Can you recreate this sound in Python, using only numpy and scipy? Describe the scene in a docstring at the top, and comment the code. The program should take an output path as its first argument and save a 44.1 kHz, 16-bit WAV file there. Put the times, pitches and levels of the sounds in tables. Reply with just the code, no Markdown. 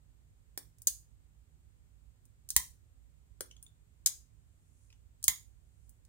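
"""A pocket knife shut and flicked open twice

Close by, over a carpeted table in a small room, the lock bar is drawn back and the blade snaps into
the handle. On opening, the bar ticks over the tang (the blade's base), then the blade slams on its
stop pin and rings. Each click is a burst of noise plus the fading tones of the struck steel.
The pivot chirps, fingers slide on the grip, and the room hums faintly."""
import sys
import numpy as np
from scipy import signal
from scipy.fft import rfft, irfft
from scipy.io import wavfile
from scipy.ndimage import uniform_filter1d

SR = 44100
rng = np.random.default_rng(int(sys.argv[2]) if len(sys.argv) > 2 else 0)


def store_pcm(level_fs):
    """Save levels as 16-bit WAV."""
    pcm = np.round(np.clip(level_fs, -1, 1) * 32767).astype(np.int16)
    wavfile.write(sys.argv[1], SR, np.atleast_2d(pcm).T)


N = 268436
TIME = np.arange(N) / SR
AGE = TIME[:16384]   # seconds since a short sound began


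# The blade hits its stop pin. Each row: start in seconds, relative level in dB, left over right in dB,
# brightness in dB per octave, then the amounts of knock, ring, blade note and jolt in dB.
OPENINGS = [(2.5635, -10, -1, 0.35, 2, -21.5, -23.5, -23.5), (5.2801, -11.5, -3, -0.4, -2, -8.5, -3, -27)]
# The colour of that hit. Each row: frequency in Hz, relative level in dB.
OPENING_COLOUR = [(40, -23), (150, -12), (280, -24.5), (560, -27.5), (800, -21.5), (980, -10.5),
                  (1350, -17.5), (2030, -5.5), (2500, -15.5), (3500, -6), (5200, -5.5), (7000, 2),
                  (8600, -2.5), (9350, 3.5), (10600, -7.5), (12400, -3.5), (13700, -4), (15300, 0.5),
                  (17000, -22.5)]
# The open blade's tones. Each row: pitch in Hz, relative level in dB, seconds to fade by 60 dB.
BLADE_TONES = [(927, -24.5, 0.1), (1008, -17, 0.07), (2029, -16.5, .14), (2080, -20.5, 0.12),
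               (3260, -19.5, 0.12), (3610, -17, 0.11), (3993, -13.5, 0.069), (7550, -13.5, .06),
               (9200, -13, 0.064), (9450, -13, .07), (11800, -18.5, 0.1), (12400, -9.5, 0.1),
               (14800, -11, .11), (15100, -13.5, .06)]

def blade_opens():
    """The blade slams on its stop pin and rings."""
    return blows(OPENINGS, OPENING_COLOUR, BLADE_TONES,
                 gain_db=-3, rise=0.00022, t60=0.017, apart=0.6, knock_hz=1610)


def blade_note(hz, t60, rise, gain_db):
    """The open blade bends and sings one note when the grip leaves it free."""
    out = np.zeros((2, N))
    for start, db, pan_db, *_, note_db, _ in OPENINGS:
        add(out, start, tone(hz, t60, rise), db + note_db + gain_db, pan_db)
    return out


def hand_jolts(hz, t60, gain_db):
    """The stopped blade jerks knife and hand, making a soft, low thump."""
    out = np.zeros((2, N))
    thump = np.sin(2 * np.pi * hz * AGE) * dying(t60)
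    for start, db, pan_db, *_, jolt_db in OPENINGS:
        add(out, start, thump, db + jolt_db + gain_db, pan_db)
    return out


# The blade lands in the handle. Each row: start in seconds, relative level in dB,
# left over right in dB, brightness in dB per octave, knock in dB, ring in dB.
CLOSINGS = [(0.8705, -13.5, -2.5, 3, -2, -20.5), (0.8792, -29, 6, -3.5, 1.5, -13),
            (4.0596, -13, 0.5, -0.8, 0.5, -36.5), (4.0681, -19.5, -0.5, 0, 6.5, -21.5)]
# The colour of that hit. Each row: frequency in Hz, relative level in dB.
CLOSING_COLOUR = [(60, -32.5), (200, -33.5), (500, -33), (1100, -29), (1650, -23.5), (2600, -22.5),
                  (3500, -12.5), (4500, -5.5), (5700, -5.5), (6700, 6), (8000, -3), (9500, -1),
                  (10700, -11.5), (12400, -5), (15500, -9.5), (17000, -29.5)]
# The shut knife's tones. Each row: pitch in Hz, relative level in dB, seconds to fade by 60 dB.
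HANDLE_TONES = [(1568.6, -29, 0.046), (3514, -11, 0.058), (4700, -11.5, 0.071), (6616, -11, .05),
                (6900, -1, 0.052), (7900, -5.5, .06), (8770, -7.5, 0.069), (9120, 1, 0.054),
                (9550, -1.5, 0.22), (13200, -6.5, 0.13), (15000, -6.5, 0.065)]

def blade_shuts():
    """The blade falls into the handle and bounces once, and the handle rings."""
    return blows(CLOSINGS, CLOSING_COLOUR, HANDLE_TONES,
                 gain_db=-3, rise=0.0019, t60=0.019, apart=0.8, knock_hz=2510)


# The lock lets go. Each row: start in seconds, relative level in dB, left over right in dB,
# brightness in dB per octave, knock in dB, ring in dB.
RELEASES = [(0.5755, -31, -1.5, 0.57, 1.5, -12), (3.4068, -31.5, -0.5, -1.5, -4, -5)]
# The colour of that click. Each row: frequency in Hz, relative level in dB.
RELEASE_COLOUR = [(120, -20.5), (330, -0.5), (520, 1.5), (900, -10), (1800, -6.5), (2700, -20), (3400, -10),
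                  (4400, -6.5), (6400, -4), (9400, -3), (10400, -10), (13000, -2.5), (15600, -3),
                  (17000, -20.5)]
# Lock bar and spring tones. Each row: pitch in Hz, relative level in dB, seconds to fade by 60 dB.
BAR_TONES = [(1570, -24, .06), (3340, -18.5, .04), (6600, -9.5, 0.044), (9360, 1.5, 0.069),
             (13400, -12, .04), (15600, -11.5, 0.037)]

def lock_releases():
    """The lock bar breaks free of the tang with a click."""
    return blows(RELEASES, RELEASE_COLOUR, BAR_TONES,
                 gain_db=-2, rise=0.00089, t60=0.0088, apart=0.44, knock_hz=1211)


# The bar's ticks. Each row: start in seconds, relative level in dB, brightness in dB per octave,
# ring in dB.
BAR_TICKS = [(0.784, -55.5, 0.5, -9.5), (0.8184, -41, 4.5, -17), (2.2530, -57, 2.5, -15),
             (2.4887, -34.5, -0.5, -20), (2.5031, -23, -1, -18.5), (3.626, -45, 4.5, -1),
             (5.2275, -38, -1.5, -23.5), (5.24, -20, 0, -22), (5.893, -50, 7.5, -13.5),
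             (6.0502, -58, -5, -27.5)]
# The colour of a tick. Each row: frequency in Hz, relative level in dB.
BAR_TICK_COLOUR = [(100, -43.5), (300, -35.5), (1000, -32.5), (1520, -22.5), (2200, -28.5), (3800, -11.5),
                   (4800, -6.5), (6500, -0.5), (9500, 1), (11300, -7.5), (13500, -5), (15600, -0.5),
                   (17000, -19)]

def lock_ticks(pan_db, knock_db):
    """The lock bar ticks over the tang, always from one place and equally squarely."""
    rows = [(start, db, pan_db, tilt, knock_db, ring_db) for start, db, tilt, ring_db in BAR_TICKS]
    return blows(rows, BAR_TICK_COLOUR, BAR_TONES,
                 gain_db=-5.5, rise=0.0007, t60=0.015, apart=1.0, knock_hz=2500)


def blows(rows, colour, ring_tones, gain_db, rise, t60, apart, knock_hz):
    """Each blow is a clack plus the struck part's ring; a squarer blow has more low knock."""
    out = np.zeros((2, N))
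    for start, db, pan_db, tilt, knock_db, ring_db, *_ in rows:
        shaded = [(hz, level + tilt * np.log2(hz) + knock_db / (1 + (hz / knock_hz) ** 4))
                  for hz, level in colour]
        sound = clack(shaded, rise, t60, apart) + from_db(ring_db) * ringing(ring_tones, rise)
        add(out, start, sound, db + gain_db, pan_db)
    return out


def clack(colour, rise, t60, apart):
    """Steel chatters briefly on steel; `apart` sets how much left and right differ."""
    white = rng.standard_normal(len(AGE)) + apart * rng.standard_normal((2, len(AGE)))
    force = rfft(white * struck(rise, t60))
    # Even out the burst, so its broad colour comes from the struck part alone.
    spread = np.sqrt(uniform_filter1d(np.abs(force) ** 2, size=601, axis=1))
    gain = from_db(at_hz(colour, np.fft.rfftfreq(len(AGE), 1 / SR)))
    sound = irfft(force * minimum_phase(gain / spread))
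    energy = np.sum(sound ** 2, axis=1, keepdims=True)
    return sound * np.sqrt(0.003 * SR / energy)   # as much energy as 3 ms at level 1


def ringing(tones, rise):
    """Every blow shares itself out a little differently among the steel's tones."""
    shares_db = rng.normal(0, 2, len(tones))
    return sum(from_db(db + share) * tone(hz, t60, rise)
               for (hz, db, t60), share in zip(tones, shares_db))


def tone(hz, t60, rise):
    """One pure tone that builds up during the blow and dies away."""
    return np.sin(2 * np.pi * (hz * AGE + rng.random())) * struck(rise, t60)


# Tiny squeaks. Each row: start in seconds, relative level in dB, pitch in Hz, unsteadiness in Hz.
SLIPS = [(3.502, -76.5, 3130, 80), (3.510, -47.5, 3080, 76), (3.564, -55, 3390, 90), (3.663, -52, 3466, 89),
         (4.901, -60, 2550, 260), (4.925, -57.5, 2666, 260)]

def pivot_chirps(slip_s, gain_db, third_db):
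    """Pivot and grip stick and slip, making a brief, unsteady tone with two overtones."""
    out = np.zeros((2, N))
    average_db = np.mean([db for _, db, *_ in SLIPS])
    swell = np.sin(np.pi * np.minimum(AGE / slip_s, 1)) ** 2
    for start, db, hz, width_hz in SLIPS:
        wander = np.cumsum(rng.standard_normal(len(AGE))) * np.sqrt(2 * np.pi * width_hz / SR)
        phase = 2 * np.pi * hz * AGE + wander
        overtones = np.sin(2 * phase) + from_db(third_db) * np.sin(3 * phase)
        overtone_db = -0.5 - 0.03 * (db - average_db)   # louder slips are slightly purer
        chirp = swell * (np.sin(phase) + from_db(overtone_db) * overtones)
        add(out, start, chirp, db + gain_db, pan_db=0)
    return out


# Fingers move on the grip. Each row: fastest moment in seconds, level then in dB.
FINGER_SLIDES = [(4.85, -76), (5.88, -79.5)]

def finger_slides(band_hz, grain_db, rise_db_per_s, fall_db_per_s):
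    """Skin rubs the textured grip: a grainy whisper that swells slowly and fades sooner."""
    level = sum(from_db(db - np.maximum(rise_db_per_s * (peak - TIME), fall_db_per_s * (TIME - peak)))
                for peak, db in FINGER_SLIDES)
    grains = rng.standard_normal((2, N)) * from_db(grain_db * rng.standard_normal(N))
    return level * rms_one(band_pass(grains, band_hz))


# How long echoes last. Each row: frequency in Hz, seconds to fade by 60 dB.
ECHO_TIMES = [(200, 0.5), (800, 0.2), (2000, 0.2233), (5500, 0.28), (9000, 0.2623), (15000, 0.25)]
# How strong echoes are. Each row: frequency in Hz, level in dB relative to the knife.
ECHO_LEVELS = [(200, -5), (500, -12.5), (1000, -4), (3000, -9), (7000, -12.5), (15000, -13.5)]

def room_echoes(knife, first_s, early_db, early_t60):
    """Sound scatters off hand and table, then the room echoes, longest in the bass."""
    edges_hz = np.geomspace(120, 18000, 11)
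    white = rng.standard_normal((2, 2, len(AGE)))
    scatter = rng.standard_normal((2, len(AGE))) * dying(early_t60) * (AGE > first_s / 2)
    response = from_db(early_db) * rms_one(scatter) / np.sqrt(len(AGE))
    for k, (low, high) in enumerate(zip(edges_hz, edges_hz[1:])):
        hz = np.sqrt(low * high)
        fade = dying(at_hz(ECHO_TIMES, hz)) * np.clip(AGE / first_s - 1, 0, 1)
        band = band_pass(white[k % 2], [low, high])
        response += from_db(at_hz(ECHO_LEVELS, hz)) * band * fade / np.sqrt(np.sum(fade ** 2))
    return signal.fftconvolve(knife, response, axes=1)[:, :N]


# An appliance's tones. Each row: pitch in Hz, level in dB before the left-right split.
HUM_TONES = [(57, -72.5), (150.5, -81.5)]

def appliance_hum(pan_db):
    """An appliance hums on steady, low tones."""
    hum = sum(from_db(db) * np.sqrt(2) * np.sin(2 * np.pi * (hz * TIME + rng.random()))
              for hz, db in HUM_TONES)
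    return hum * pan(pan_db)


# The colours of the rumble and the hiss. Each row: frequency in Hz, relative level in dB.
RUMBLE_COLOUR = [(13, -49), (22, -24), (37, -8), (59, 2), (81, -8), (109, -4), (129, -20.5), (157, -14),
                 (178, -26.5), (238, -22.5), (322, -30.5), (354, -29), (495, -35.5), (1000, -51),
                 (1300, -74), (2200, -120)]
HISS_COLOUR = [(600, 3.5), (1500, 1), (3000, -2), (5900, -6.5), (6900, 1), (8400, 3), (9400, -6),
               (15500, -4.5), (16300, -26)]

def rumble_and_hiss(rumble_db, hiss_db):
    """The house rumbles and the microphone hisses faintly."""
    rumble = from_db(rumble_db) * steady_noise(RUMBLE_COLOUR)
    return rumble + from_db(hiss_db) * steady_noise(HISS_COLOUR)


# How alike the two sides are. Each row: frequency in Hz, likeness from -1 (opposite) to 1 (same).
SIDE_LIKENESS = [(60, 0.15), (180, 0.64), (550, 0.087), (1650, -0.32), (4970, -0.2), (15000, -0.5)]
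# Which side is louder. Each row: frequency in Hz, left over right in dB.
SIDE_BALANCE = [(60, -11.5), (150, -9), (380, 2.5), (950, 1.5), (2380, 0.5), (5980, -2.5), (15000, 0)]

def steady_noise(colour):
    """Smooth stereo noise of a given colour, stronger on the right in the bass."""
    hz = np.fft.rfftfreq(N, 1 / SR)
    shared, opposed = rfft(rng.standard_normal((2, N)))
    alike = at_hz(SIDE_LIKENESS, hz)
    sides = np.array([[1], [-1]])
    pair = np.sqrt(1 + alike) * shared + np.sqrt(1 - alike) * opposed * sides
    pair *= from_db(sides * at_hz(SIDE_BALANCE, hz) / 2)
    return rms_one(irfft(pair * from_db(at_hz(colour, hz)), N))


def from_db(db):
    """Turn decibels into a multiplier."""
    return 10 ** (np.asarray(db) / 20)


def rms_one(x):
    """Scale a sound to an average (rms) level of 1."""
    return x / np.sqrt(np.mean(x ** 2) + 1e-20)


def at_hz(points, hz):
    """Read between a table's rows, with octaves evenly spaced."""
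    freq, value = np.transpose(points)
    return np.interp(np.log(np.maximum(hz, 1)), np.log(freq), value)


def dying(t60):
    """A fade that loses 60 dB in t60 seconds."""
    return np.exp(-np.log(1000) * AGE / t60)


def struck(rise, t60):
    """A level that builds in about `rise` seconds and fades."""
    return dying(t60) * (1 - np.exp(-(AGE / rise) ** 2))


def band_pass(x, band_hz):
    """Keep what lies between two frequencies."""
    return signal.sosfilt(signal.butter(2, band_hz, "band", fs=SR, output="sos"), x)


def minimum_phase(gain):
    """A filter with these gains that never sounds before the blow."""
    cepstrum = irfft(np.log(gain))
    half = cepstrum.shape[-1] // 2
    cepstrum[..., 1:half] *= 2
    cepstrum[..., half + 1:] = 0
    return np.exp(rfft(cepstrum))


def pan(db):
    """Left and right multipliers; positive dB favours the left."""
    return from_db([[db / 2], [-db / 2]])


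def add(track, start_s, sound, db, pan_db):
    """Mix in a knife sound; the left side is nearer, so the right hears it 4 samples later."""
    left, right = np.broadcast_to(sound, (2, len(AGE)))
    pair = from_db(db) * np.array([left, np.roll(right, 4)]) * pan(pan_db)
    start = round(start_s * SR)
    track[:, start:start + len(AGE)] += pair[:, :N - start]


def scene():
    """The knife, its room and the quiet behind it."""
    knife = blade_opens() + blade_shuts() + lock_releases() + lock_ticks(pan_db=-0.5, knock_db=-1.5)
    knife += blade_note(hz=6798, t60=0.046, rise=0.00079, gain_db=-8)
    knife += pivot_chirps(slip_s=0.0067, gain_db=-1.5, third_db=-13)
    jolts = hand_jolts(hz=62, t60=0.1, gain_db=-0.5)
    rub = finger_slides(band_hz=[6300, 10000], grain_db=6, rise_db_per_s=38.5, fall_db_per_s=104.5)
    echoes = room_echoes(knife, first_s=0.0057, early_db=-7.5, early_t60=0.06)
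    background = appliance_hum(pan_db=-11) + rumble_and_hiss(rumble_db=-60.5, hiss_db=-77.5)
    return knife + jolts + rub + echoes + background


def record(dry):
    """Soften the bass below 30 Hz and cut the treble steeply above 16500 Hz."""
    dry = signal.sosfilt(signal.butter(2, 30, "high", fs=SR, output="sos"), dry)
    return signal.sosfilt(signal.ellip(10, 0.3, 70, 16500, fs=SR, output="sos"), dry)


dry = scene()
out = record(dry)
store_pcm(out)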